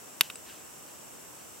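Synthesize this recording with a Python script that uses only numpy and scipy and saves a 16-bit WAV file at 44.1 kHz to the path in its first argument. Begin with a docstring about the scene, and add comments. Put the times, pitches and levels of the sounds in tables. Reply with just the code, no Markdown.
"""A still cave, heard through a small camera whose two microphones hiss from start to end.
At 0.2 s something hard clicks sharply on the camera's housing, which rings for a moment.
A faint rub and two soft knocks follow, the last with a tiny metallic tick at 0.36 s.
Three more rubs, each fainter, pass over the housing at about 0.5, 0.9 and 1.4 s."""
import sys
import numpy as np
from scipy import signal
from scipy.fft import rfft, irfft
from scipy.io import wavfile
from scipy.ndimage import uniform_filter1d

SR = 44100
rng = np.random.default_rng(int(sys.argv[2]) if len(sys.argv) > 2 else 0)


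def store_pcm(level_fs):
    """Save levels as 16-bit WAV."""
    pcm = np.round(np.clip(level_fs, -1, 1) * 32767).astype(np.int16)
    wavfile.write(sys.argv[1], SR, np.atleast_2d(pcm).T)


N = 70560  # 1.6 seconds

# The housing's own tones. Each row: pitch in Hz, level in dB, seconds to fade by 60 dB,
# left minus right level in dB.
HOUSING_TONES = [(1480, -28.5, 0.027, 1), (1730, -28.5, 0.011, 3), (2640, -21.5, 0.019, 0),
                 (2798, -16, 0.02, -3), (3080, -16.5, 0.012, 2), (3742, -9, 0.011, 0),
                 (4563, -13.5, 0.0099, -3), (5383, -21.5, 0.013, 7), (6130, -22.5, 0.013, 1),
                 (7340, -30, 0.029, -3), (8075, -17.5, 0.012, 4), (9520, -21.5, .011, 2),
                 (11500, -7.5, 0.0078, 2), (12500, -10.5, 0.0067, -2), (13600, -21, 0.016, 8)]
# Knocks on the housing. Each row: start in seconds, level in dB, treble cutoff in Hz, # level in dB of the
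# second contact 0.73 ms later, compared with the first contact.
KNOCK_HITS = [(0.2097, 0, 14900, -34), (0.3001, -27, 3180, 8.5), (0.3563, -32.5, 3300, -8)]


def knocks():
    """Each knock cracks, thumps and rings the housing, then touches it again a moment later; in the second
    knock a light touch leads into the louder main hit. Softer contacts sound duller."""
    second_contact_s = 0.00073
    push = signal.unit_impulse(N)
    crack = thump = push
    for _ in range(2):
        crack = resonate(crack, hz=3600, width_hz=4500)
        thump = resonate(thump, hz=172, width_hz=152)  # the whole camera gives a little
    struck = undb(8) * crack + ring(HOUSING_TONES)
    bass_cut = signal.butter(5, 920, "high", fs=SR)  # a small shell gives off little bass
    out = 0
    for start, db, cutoff_hz, second_contact_db in KNOCK_HITS:
        body = signal.lfilter(*signal.butter(3, cutoff_hz, fs=SR), struck)
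        # Treble crosses the shell a little late, at the same strength.
        body = body - 2 * resonate(body, hz=11500, width_hz=3100)
        shell = signal.lfilter(*bass_cut, body + clatter())
        hit = undb(db) * (undb(2.5) * thump + shell)
        out = out + place(hit, start) + undb(second_contact_db) * place(hit, start + second_contact_s)
    return out


# The clatter's tone colour. Each row: frequency in Hz, relative level in dB.
CLATTER_COLOUR = [(300, -21), (1000, -6.5), (2800, 9.5), (5000, -1), (7000, -6.5), (10000, -2), (12400, -1),
                  (15500, -18)]


def clatter():
    """Dense, short ringing fills the gaps between the housing's tones."""
    share = 0.44  # the part of the power that both microphones have in common
    common = np.sqrt(share) * noise(CLATTER_COLOUR)
    separate = np.sqrt(1 - share) * np.array([noise(CLATTER_COLOUR), noise(CLATTER_COLOUR)])
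    return undb(-18.5) * fade(seconds=0.027) * (common + separate)


# The metal part's tones. Each row: pitch in Hz, level in dB, seconds to fade by 60 dB,
# left minus right level in dB.
METAL_TONES = [(4880, -52.5, 0.055, -11), (7970, -32.5, 0.021, 5.5), (8150, -62, .05, 3),
               (9600, -55, 0.023, 2)]


def tick():
    """A tiny metal part rings high and briefly."""
    return place(ring(METAL_TONES), start=0.3568)


# A rub's tone colour. Each row: frequency in Hz, relative level in dB.
RUB_COLOUR = [(30, -50), (500, -21), (1500, -8.5), (2200, -8.5), (2750, 1.5), (3300, -5), (4300, -6),
              (5800, -6.5), (7300, -11), (9300, -16), (10900, -17), (12000, -1), (13000, -14), (14500, -25)]
# Rubs on the housing. Each row: peak time, rise and fall in seconds, level in dB,
# tilt in dB per octave (below zero is duller).
RUB_STROKES = [(0.246, 0.023, 0.026, -46, 0), (.495, 0.034, 0.084, -51, -3), (.9, 0.031, .025, -58, -0.5),
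               (1.4, 0.038, 0.058, -60.5, -3.5)]


def rubs():
    """Grainy friction on the housing swells and dies away."""
    t, out = np.arange(N) / SR, 0
    for peak, rise, fall, db, tilt_db in RUB_STROKES:
        before, after = np.minimum(t - peak, 0), np.maximum(t - peak, 0)
        swell = np.exp(-(before / rise) ** 2 - after / fall)
        grainy_level = undb(db + 2 * wander(per_second=760))
        out = out + grainy_level * swell * noise(RUB_COLOUR, tilt_db)
    return out


# The hiss's tone colour. Each row: frequency in Hz, relative level in dB.
HISS_COLOUR = [(25, -38), (60, -5.5), (130, -1.5), (300, 1), (600, -1), (1200, -3), (2000, -9),
               (3000, -11.5), (3800, -14), (4050, -19), (4300, -16), (4900, -15), (5600, -6), (6500, -8.5),
               (7550, -0.5), (8400, -3), (9250, -11.5), (10200, -9.5), (15700, -12)]


def microphone_hiss():
    """Each microphone makes its own smooth, steady hiss."""
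    return undb(-47.5) * np.array([noise(HISS_COLOUR), noise(HISS_COLOUR)])


# The air's tone colour, shaped by the housing. Each row: frequency in Hz, relative level in dB.
AIR_COLOUR = [(20, -35), (40, -14), (150, 1), (600, 6), (1500, -7), (2200, -8), (2800, 5), (3300, -5),
              (5000, -4.5), (9000, -16.5), (15000, -6)]


def cave_air():
    """Faint cave air wavers slightly, the same in both microphones."""
    return undb(-59 + 0.73 * wander(per_second=12.3)) * noise(AIR_COLOUR)


def undb(db):
    """Turn decibels into a number to multiply by."""
    return 10 ** (np.asarray(db) / 20)


def noise(colour, tilt_db=0):
    """Noise of strength 1 with the given tone colour, tilted by tilt_db per octave."""
    hz, db = np.array(colour, float).T
    octave = np.log2(np.maximum(np.arange(N // 2 + 1) * SR / N, 1))
    gain = undb(np.interp(octave, np.log2(hz), db) + tilt_db * octave)
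    y = irfft(rfft(rng.standard_normal(N)) * gain * (octave > 2), N)  # only above 4 Hz
    return y / y.std()


def wander(per_second):
    """A curve that glides between random values, typically about 1 away from zero."""
    hold = max(int(SR / per_second), 1)
    steps = rng.standard_normal(N)[np.arange(N) // hold]
    y = uniform_filter1d(steps, hold)
    return y / y.std()


def resonate(x, hz, width_hz):
    """A broad resonance: lets hz through unchanged and weakens what lies further away."""
    centre = 2 * np.tan(np.pi * hz / SR)
    width = centre * width_hz / hz
    return signal.lfilter(*signal.bilinear([width, 0], [1, width, centre * centre]), x)


def fade(seconds):
    """A level that drops by 60 dB in the given time."""
    return np.exp(-np.log(1000) * np.arange(N) / SR / seconds)


def ring(tones):
    """Fading pure tones, each with its own strength in the two microphones."""
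    t, sides = np.arange(N) / SR, np.array([[0.5], [-0.5]])
    return sum(undb(db + sides * pan_db) * fade(seconds) * np.sin(2 * np.pi * hz * t)
               for hz, db, seconds, pan_db in tones)


def place(x, start):
    """Begin a sound at start seconds; it reaches the farther, right microphone slightly later."""
    lags_s = (0, 2.3e-5)
    return np.array([np.pad(side, (int(start * SR) + round(lag * SR), 0))[:N]
                     for side, lag in zip(x, lags_s)])


def scene():
    """Handling sounds over the cave air and the steady hiss."""
    return knocks() + tick() + rubs() + cave_air() + microphone_hiss()


def record(dry):
    """The camera flattens any peak that is too loud and cuts the treble above 15800 Hz."""
    treble_cut = signal.ellip(10, 0.1, 80, 15800, fs=SR, output="sos")
    return signal.sosfilt(treble_cut, np.clip(dry, -0.95, 0.95))


dry = scene()
out = record(dry)
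store_pcm(out)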